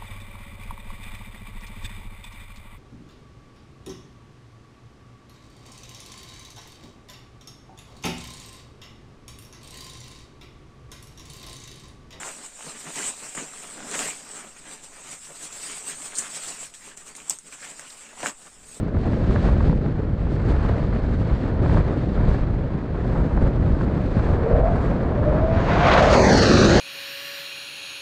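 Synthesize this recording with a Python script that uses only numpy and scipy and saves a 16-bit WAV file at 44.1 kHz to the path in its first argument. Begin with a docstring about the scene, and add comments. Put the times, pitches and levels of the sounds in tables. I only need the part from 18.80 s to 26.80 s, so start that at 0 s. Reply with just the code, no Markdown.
"""One microphone in a camera housing, riding outside a car through a valley.
From the start, wind buffets the housing in gusts and single eddies pop right on the port.
At about 5.5 s the intakes of a distant jet fighter begin to howl through the wind.
From 7 s it tears overhead with exhaust roar, crackling shocks and fan whine, combed by
an echo off the car's bodywork whose delay shifts as the jet crosses the sky."""
import sys
import numpy as np
from scipy import signal
from scipy.fft import rfft, irfft
from scipy.io import wavfile
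from scipy.ndimage import map_coordinates

SR = 44100
rng = np.random.default_rng(int(sys.argv[2]) if len(sys.argv) > 2 else 0)


def unload_audio(sound):
    """Save the sound as a 16-bit wav file, at the path given as the first command line argument."""
    columns = np.transpose(np.atleast_2d(sound))
    # keep every value between -1 and 1, then stretch to whole-number steps
    steps = np.round(np.clip(columns, -1, 1) * 32767)
    wavfile.write(sys.argv[1], SR, steps.astype(np.int16))


N = 352800
T = np.arange(N) / SR


def gain_of(db):
    """Decibels to amplitude."""
    return 10 ** (np.asarray(db) / 20)


def unit_rms(x):
    """Scales each row to rms 1."""
    return x / np.sqrt(np.mean(x ** 2, -1, keepdims=True) + 1e-20)


def curves(rows):
    """Interpolates each column after the first (t/s) to one value a sample."""
    times, *columns = np.transpose(rows)
    return np.array([np.interp(T, times, column) for column in columns])


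def noise_bands(colour, seams_hz):
    """Coloured noise split into overlapping bands, each of rms 1."""
    hz = np.fft.rfftfreq(N, 1 / SR) + 1
    knots_hz, db = np.transpose(colour)
    spectrum = rfft(rng.standard_normal(N)) * gain_of(np.interp(np.log(hz), np.log(knots_hz), db))
    below = [0] + [1 / (1 + (hz / seam) ** 8) for seam in seams_hz] + [1]
    bands = [irfft(spectrum * np.sqrt(abs(b - a)), N) for a, b in zip(below, below[1:])]
    return unit_rms(np.array(bands))


def flicker(low_hz, top_hz):
    """Random wobble of rms 1 between two rates."""
    hz = np.fft.rfftfreq(N, 1 / SR) + 0.11
    passband = 1 / (1 + (hz / top_hz) ** 2) / (1 + (low_hz / hz) ** 2)
    return unit_rms(irfft(rfft(rng.standard_normal(N)) * passband, N))


def wind():
    """Turbulence on the housing: lumpy rumble, four gusting bands and hiss, fluttering as eddies hit."""
    # wind colour within the bands: f/Hz, density/dB
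    colour = [(10, -29), (22, 0), (32, -2.5), (45, 5), (100, -3), (200, -11.5), (547, -22), (800, -28.5),
              (1720, -35), (2880, -48), (4340, -49.5), (5550, -59.5), (8350, -61.5), (10100, -78),
              (11500, -105), (13100, -122), (22000, -130)]
    # seams between rumble, roar, rasp, rush, fizz and hiss: f/Hz
    seams_hz = [140, 620, 1300, 2600, 5500]
    # gusts: t/s, fizz/dB, rasp/dB, roar/dB
    gusts = [(0.0, -59, -44, -28), (0.03, -56, -45.5, -22), (0.13, -64, -51, -34), (0.15, -59, -44, -24),
             (0.22, -52, -47, -26), (0.26, -52, -39, -19), (0.31, -56, -43, -25), (0.33, -50, -48, -24),
             (0.39, -54.5, -44, -24), (0.57, -49, -38, -19.5), (0.59, -49, -42, -23),
             (0.65, -45.5, -34.5, -20), (0.72, -53, -37, -24), (0.91, -51, -44, -20.5),
             (0.96, -57, -52, -26.5), (1.05, -56, -46, -25.5), (1.14, -59, -47, -30), (1.22, -61, -43, -29),
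             (1.35, -60, -49.5, -30.5), (1.48, -58, -42.5, -30.5), (1.52, -53, -49, -22),
             (1.59, -57, -40, -32), (1.68, -53, -41, -22), (1.7, -47, -39, -19.5), (1.74, -54, -36, -30.5),
             (1.91, -51, -34, -28), (2.09, -54.5, -43.5, -25), (2.13, -54, -40.5, -28),
             (2.37, -56, -45, -30), (2.46, -52.5, -37.5, -27), (2.61, -52.5, -44.5, -26),
             (2.65, -53, -39.5, -27), (2.78, -59, -42, -24), (2.83, -54, -35, -24), (2.89, -50, -41, -24),
             (2.98, -49.5, -32.5, -20), (3.04, -55, -36.5, -28), (3.31, -54, -48, -23),
             (3.33, -53, -45, -30), (3.41, -56.5, -34, -24.5), (3.48, -51.5, -38, -23.5),
             (3.58, -52.5, -39.5, -28.5), (3.65, -57, -42.5, -32), (3.8, -60, -43.5, -29.5),
             (3.92, -58.5, -43, -31.5), (4.03, -60, -43, -30.5), (4.13, -59, -49, -32),
             (4.15, -61, -39, -31), (4.33, -56, -41, -25.5), (4.37, -62, -31, -27), (4.44, -58, -40, -24),
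             (4.52, -61, -37.5, -30), (4.56, -59, -38.5, -26.5), (4.65, -56, -34.5, -19),
             (4.7, -57.5, -41, -25), (4.98, -56.5, -39.5, -23.5), (5.02, -56, -42, -24),
             (5.06, -58, -39.5, -26), (5.3, -54.5, -42.5, -25), (5.35, -52.5, -37, -27.5),
             (5.5, -53.5, -33.5, -21.5), (5.67, -60.5, -34, -30.5), (5.72, -56.5, -30, -26.5),
             (5.85, -59, -34.5, -29), (5.95, -55, -31, -24), (6.3, -59, -37.5, -24.5),
             (6.61, -56, -29, -23), (6.65, -56, -36.5, -28)]
    # roar, rasp, rush, fizz, a row each: level in a mean gust/dB,
    # shares of the fizz, rasp and roar swings, joint flutter/dB, own flutter/dB
    eddies = [(-25.5, 0.046, 0.028, 0.65, 1, 1.5), (-43.5, .01, 1, .01, 0.8, 2),
              (-47.5, 0.17, 0.41, .01, 1.44, 1.5), (-55, .99, .05, .01, 0.9, 0.5)]
    # lowest band: t/s, level/dB
    rumble_levels = [(0.0, -23.5), (0.09, -33), (0.18, -17.5), (0.22, -22.5), (0.73, -16.5), (1.33, -24),
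                     (1.85, -17), (2.63, -24), (2.94, -13.5), (3.27, -27.5), (3.32, -20), (3.54, -14.5),
                     (4.05, -27.5), (4.39, -17.5), (4.5, -23), (4.61, -13), (4.75, -25.5), (4.79, -16),
                     (5.3, -26), (5.55, -16), (5.68, -26.5), (5.72, -15), (6.19, -25), (6.48, -19),
                     (7.98, -25.5), (8.0, -21)]
    # highest band: t/s, level/dB
    hiss_levels = [(0.0, -66), (0.02, -74), (0.13, -74), (0.2, -65), (0.5, -65), (0.51, -58), (0.59, -65),
                   (0.62, -59), (0.72, -61), (0.77, -68), (0.84, -63), (0.99, -72), (1.34, -75),
                   (1.43, -69), (1.49, -74), (1.52, -64), (1.6, -68), (1.71, -61), (1.76, -67), (1.89, -64),
                   (2.08, -70), (2.65, -66), (2.81, -75.5), (2.83, -65), (2.96, -61.5), (3.03, -68),
                   (3.4, -68.5), (3.53, -63), (3.64, -73), (4.06, -73), (4.1, -79), (4.15, -71),
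                   (4.36, -64.5), (4.56, -69), (4.65, -63), (4.72, -71), (5.04, -65), (5.07, -71),
                   (5.53, -62), (5.6, -71), (5.88, -67.5), (6.03, -62.5), (6.27, -72), (6.6, -71)]
    mean_gust_db, settled_s = (-55, -43, -28), 7.0
    rumble, *middle, hiss = noise_bands(colour, seams_hz)
    gust_levels = curves(list(gusts) + [(settled_s, *mean_gust_db)])
    fizz_db, rasp_db, roar_db = gust_levels - np.array(mean_gust_db)[:, None]
    level_db, of_fizz, of_rasp, of_roar, joint_db, own_db = np.transpose(eddies)[:, :, None]
    swing_db = of_fizz * fizz_db + of_rasp * rasp_db + of_roar * roar_db
    joint_flutter = flicker(0.93, 40)
    own_flutter = np.array([flicker(2, 76) for _ in middle])
    middle = unit_rms(middle * gain_of(joint_db * joint_flutter + own_db * own_flutter))
    middle *= gain_of(level_db + swing_db)
    hiss = unit_rms(hiss * gain_of(1.5 * joint_flutter - 0.1 * flicker(2, 70)))
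    hiss *= gain_of(curves(hiss_levels)[0])
    rumble = unit_rms(rumble * gain_of(1.8 * flicker(4.4, 28)))
    rumble *= gain_of(curves(rumble_levels)[0])
    return rumble + middle.sum(0) + hiss


def pops():
    """Eddies slap the microphone port: a suction, a damped wiggle and an air puff, dulled by the port."""
    # slaps: t/s, wiggle and puff level/dB, wiggle f/Hz, suction level/dB
    slaps = [(0.148, -31, 1210, -30), (0.167, -28, 960, -30), (0.331, -25, 865, -6.5),
             (0.508, -27, 1100, -16), (0.559, -18.5, 830, -15), (0.641, -25.5, 1080, -29),
             (0.674, -27, 1400, -30), (0.686, -23, 890, -29), (0.737, -27, 890, -28),
             (0.805, -23, 1200, -16), (0.841, -24, 829, -13), (0.895, -19, 890, -3.5),
             (0.927, -27, 824, -15), (1.012, -35, 1220, -27), (1.059, -27, 720, -30),
             (1.576, -40, 1040, -26), (2.16, -24, 1060, -25), (2.837, -28, 1140, -31),
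             (2.859, -20, 1000, -11), (2.895, -21, 870, -18), (2.912, -26, 553, -27), (2.943, -20, 880, -8),
             (2.971, -19, 890, -20), (2.984, -32, 1200, -25), (2.999, -26, 760, -26),
             (3.376, -25, 751, -34), (3.512, -23, 905, -22), (4.229, -37, 895, -27), (4.574, -25, 816, -28),
             (5.009, -18.5, 920, -20), (5.368, -24, 1100, -3.5), (5.649, -35, 816, -30),
             (5.872, -25, 750, -31), (6.208, -25.5, 750, -20), (6.298, -30, 790, -29)]
    rise_s, suction_hz, length = 0.002, 150, 900
    out, t = np.zeros(N + length), np.arange(length) / SR
    puffs = signal.lfilter([0.3], [1, -0.78], rng.standard_normal((len(slaps), length)))
    envelope = (t / rise_s * np.exp(1 - t / rise_s)) ** 2
    for (start, db, hz, suction_db), puff in zip(slaps, puffs):
        slap = gain_of(db) * (0.6 * np.sin(2 * np.pi * hz * t) + 2 * puff)
        suction = -gain_of(suction_db) * np.cos(2 * np.pi * suction_hz * (t - rise_s))
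        out[round(start * SR):][:length] += (slap + suction) * envelope
    return signal.sosfilt(signal.butter(5, 1750, fs=SR, output="sos"), out[:N])


def resonate(x, hz, width_hz):
    """Moving resonance: shifts hz to zero, smooths twice and shifts back."""
    carrier = np.exp(2j * np.pi * np.cumsum(hz) / SR)
    pole = np.exp(-np.pi * width_hz / SR)
    smooth = x / carrier
    for _ in range(2):
        smooth = signal.lfilter([1 - pole], [1, -pole], smooth)
    return 2 * (carrier * smooth).real


def duct(tracks, tone_shares):
    """A duct sings: a wavering tone inside its own ringing noise, throbbing where the two mix."""
    out, waver, roughness = np.zeros(N), flicker(20.2, 64), flicker(8, 50)
    for track, share in zip(tracks, tone_shares):
        start, end = round(track[0][0] * SR), round(track[-1][0] * SR)
        hz, db, width_hz = curves(track)[:, start:end]
        offset = rng.integers(N - end + start)
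        own = slice(offset, offset + end - start)  # each voice wobbles in its own way
        tone = np.sqrt(2) * np.sin(2 * np.pi * np.cumsum(hz + 0.5 * width_hz * waver[own]) / SR)
        ringing = unit_rms(resonate(rng.standard_normal(end - start), hz, width_hz.mean()))
        throb = gain_of(12 * share * (1 - share) ** 2 * roughness[own])
        out[start:end] += unit_rms((share * tone + (1 - share) * ringing) * throb) * gain_of(db)
    return out


def intake_howl():
    """The intakes howl, first from far off: each note swells and sinks as its pitch glides in an S."""
    # howls: start t/s, peak t/s, end t/s, from f/Hz, to f/Hz, peak level/dB, width/Hz, tone share
    howls = [(5.45, 5.74, 5.9, 440, 500, -23, 100, .3), (5.64, 5.83, 6.0, 605, 675, -21, 110, .3),
             (6.24, 6.62, 7.0, 580, 685, -23.5, 46, .65), (6.8, 7.15, 7.35, 690, 710, -22, 70, .5),
             (7.0, 7.26, 7.56, 620, 570, -15, 150, .55), (7.42, 7.55, 7.62, 760, 860, -21.5, 100, .5),
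             (7.55, 7.78, 7.92, 330, 385, -19, 60, .7), (7.82, 7.95, 8.0, 335, 345, -17, 60, .7),
             (7.5, 7.8, 8.0, 225, 195, -20, 70, .5), (7.72, 7.93, 8.0, 560, 535, -24, 60, .6)]
    tracks = []
    for start, peak, end, from_hz, to_hz, peak_db, width_hz, _ in howls:
        t = np.linspace(start, end, 40)
        hz = from_hz + (to_hz - from_hz) * np.sin(np.pi / 2 * (t - start) / (end - start)) ** 2
        off_peak = np.where(t < peak, (peak - t) / (peak - start), (t - peak) / (end - peak))
        tracks.append(np.transpose([t, hz, peak_db - 24 * off_peak ** 3, np.full_like(t, width_hz)]))
    return duct(tracks, tone_shares=[howl[-1] for howl in howls])


def approach():
    """Gains of the exhaust bands: each murmurs from afar, climbs steeply until it arrives, then drifts."""
    # six bands, low to high: arrival t/s, level/dB, rise/(dB/s), later drift/(dB/s),
    # surge share, distant level/dB, change in the lull/dB
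    arrivals = [(7.598, -19, 8.5, 7, 0.4, -33, 3), (7.05, -34.5, 58, -8, 0.22, -42, -8),
                (7.079, -27.5, 42, 6, 1, -44, 6), (7.1, -38.5, 53, 1, 0.96, -67, -38),
                (7.501, -34.5, 56, 4.5, 0.56, -72, -9), (7.551, -47, 32.5, -6, 0.46, -85.5, 7)]
    # surges and dips of the exhaust: t/s, change/dB, half length/s
    surges = [(6.776, 9.5, 0.068), (6.914, 9.5, 0.068), (7.068, 9.5, 0.08), (7.103, -4, 0.013),
              (7.121, 6.5, 0.028), (7.184, 9.5, 0.026), (7.24, 5.5, 0.028), (7.29, 3.5, 0.026),
              (7.346, 8.5, 0.024), (7.42, -2.5, 0.017), (7.577, -2, 0.023), (7.587, 2, 0.012),
              (7.643, 0.5, 0.022), (7.88, -7, 0.01)]
    arrival, level_db, rise, drift, share, far_db, lull_db = np.transpose(arrivals)[:, :, None]
    surge_db = sum(db * np.exp(-((T - centre) / half) ** 2) for centre, db, half in surges)
    lull_s = 7.41  # three bands drop briefly while the others lift
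    lull = np.exp(-((T - lull_s) / np.where(T < lull_s, 0.048, 0.15)) ** 2)
    slope = np.where(T < arrival, rise, drift)
    near_db = level_db + slope * (T - arrival) + share * surge_db + lull_db * lull
    far_db = far_db + 2.5 * np.minimum(T - 7.9, 0)
    return np.hypot(gain_of(near_db), gain_of(far_db))


def exhaust_roar(bands):
    """The exhaust mixes with the air; the higher the band, the harder it flickers."""
    flicker_db = np.array([0.3, 0.5, 0.7, 0.8, 1.1, 1.5])[:, None] * flicker(12, 120)
    return (unit_rms(bands * gain_of(flicker_db)) * approach()).sum(0)


def fan_whine():
    """The fan at close range: two gliding bands of ringing noise."""
    # one track a band: t/s, centre f/Hz, level/dB, width/Hz
    whines = [
        [(7.3, 4500, -37, 1000), (7.36, 4500, -32, 1000), (7.45, 4420, -33.5, 1000), (7.6, 4440, -26, 800),
         (7.7, 4370, -27.5, 700), (7.8, 4180, -27, 600), (8.0, 4070, -33.5, 600)],
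        [(6.8, 6580, -62, 900), (6.92, 6460, -59, 900), (7.07, 6430, -53, 900), (7.2, 6360, -46, 900),
         (7.3, 6750, -52, 900), (7.36, 6430, -37, 900), (7.5, 6000, -31, 900), (7.58, 5400, -32, 900),
         (7.68, 5700, -35, 900), (7.8, 5800, -32.5, 900), (7.9, 6500, -36, 900), (8.0, 6650, -46, 900)],
    ]
    return duct(whines, tone_shares=[0, 0])


def crackle(bands):
    """Shocks in the exhaust reach the microphone as bright bursts that die in milliseconds."""
    # shock bursts: t/s, level/dB, decay/s
    cracks = [(6.9313, -40, 0.0053), (7.0676, -27, 0.0055), (7.1345, -20, 0.0039), (7.1735, -37, 0.0073),
              (7.2234, -25, 0.012), (7.2544, -28, 0.01), (7.3, -26, 0.0062), (7.3104, -24, 0.012),
              (7.327, -20, 0.017), (7.441, -23, 0.0048), (7.5274, -19, 0.007), (7.574, -13, 0.008),
              (7.627, -14, 0.008), (7.683, -18, 0.006), (7.8494, -18, 0.005), (7.9594, -22, 0.0044)]
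    out, attack_s = np.zeros(N), 0.001
    bright = 0.06 * bands[2] + 0.06 * bands[3] + 0.22 * bands[4] + 0.05 * bands[5]
    for start, db, decay_s in cracks:
        span = slice(round(start * SR), round((start + 0.1) * SR))
        age = T[span] - start
        envelope = (1 - np.exp(-age / attack_s)) * np.exp(-age / decay_s)
        out[span] += gain_of(db) * bright[span] * envelope
    return out


def bodywork_echo(direct):
    """The bounce off a panel beside the microphone; its delay shifts as the jet crosses the sky."""
    # echo path: t/s, delay/ms, strength (0-1)
    path = [(7.33, 0.5, 0), (7.38, 0.53, 0.8), (7.47, 0.64, 0.9), (7.6, 0.77, 0.9), (7.72, 0.86, 0.85),
            (7.82, 0.88, 0.7), (7.9, 0.82, 0.6), (8.0, 0.72, 0.55)]
    delay_ms, strength = curves(path)
    delay_ms *= 1 + 0.012 * flicker(5, 40)  # turbulent air shakes the path
    hz = np.fft.rfftfreq(N + SR, 1 / SR)
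    # the grazing bounce turns the phase, and the curved panel scatters the treble away
    panel = np.exp(1.9j) / (1 + (hz / 3500) ** 8)
    bounced = irfft(rfft(direct, N + SR) * panel, N + SR)
    return strength * map_coordinates(bounced, [np.arange(N) - delay_ms * SR / 1000], order=3)


def jet():
    """The pass overhead: roar, whine and crackle, combed by their own short echo."""
    # exhaust colour within the bands: f/Hz, density/dB
    colour = [(35, -20), (60, 4), (164, 0.5), (264, -2), (327, -4.5), (441, -4), (558, 1.5), (914, -6.5),
              (1350, -15.5), (2970, -29.5), (4280, -30), (6800, -34.5), (7300, -41), (8800, -45.5),
              (10100, -58.5), (11300, -80), (15000, -87), (22000, -94)]
    # seams between the six bands: f/Hz
    seams_hz = [450, 1100, 2400, 3900, 7000]
    bands = noise_bands(colour, seams_hz)
    direct = exhaust_roar(bands) + fan_whine() + crackle(bands)
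    return direct + bodywork_echo(direct)


def scene():
    """Wind at the housing and the jet above, all at one microphone."""
    howl = intake_howl()
    return (wind() + pops() + howl + jet())[None]


def record(dry):
    """Loud peaks round off, the treble above 10 kHz is dulled, and the band ends at 15.7 kHz."""
    rounded = 0.83 * np.tanh(dry / 1.036)
    treble_shelf = signal.firwin2(255, [0, 10000, 11200, SR / 2], gain_of([0, 0, -9, -9]), fs=SR)
    band_limit = signal.firwin(511, 15700, window=("kaiser", 9), fs=SR)
    dulled = signal.oaconvolve(rounded, treble_shelf[None], "same")
    return signal.oaconvolve(dulled, band_limit[None], "same")


dry = scene()
out = record(dry)
unload_audio(out)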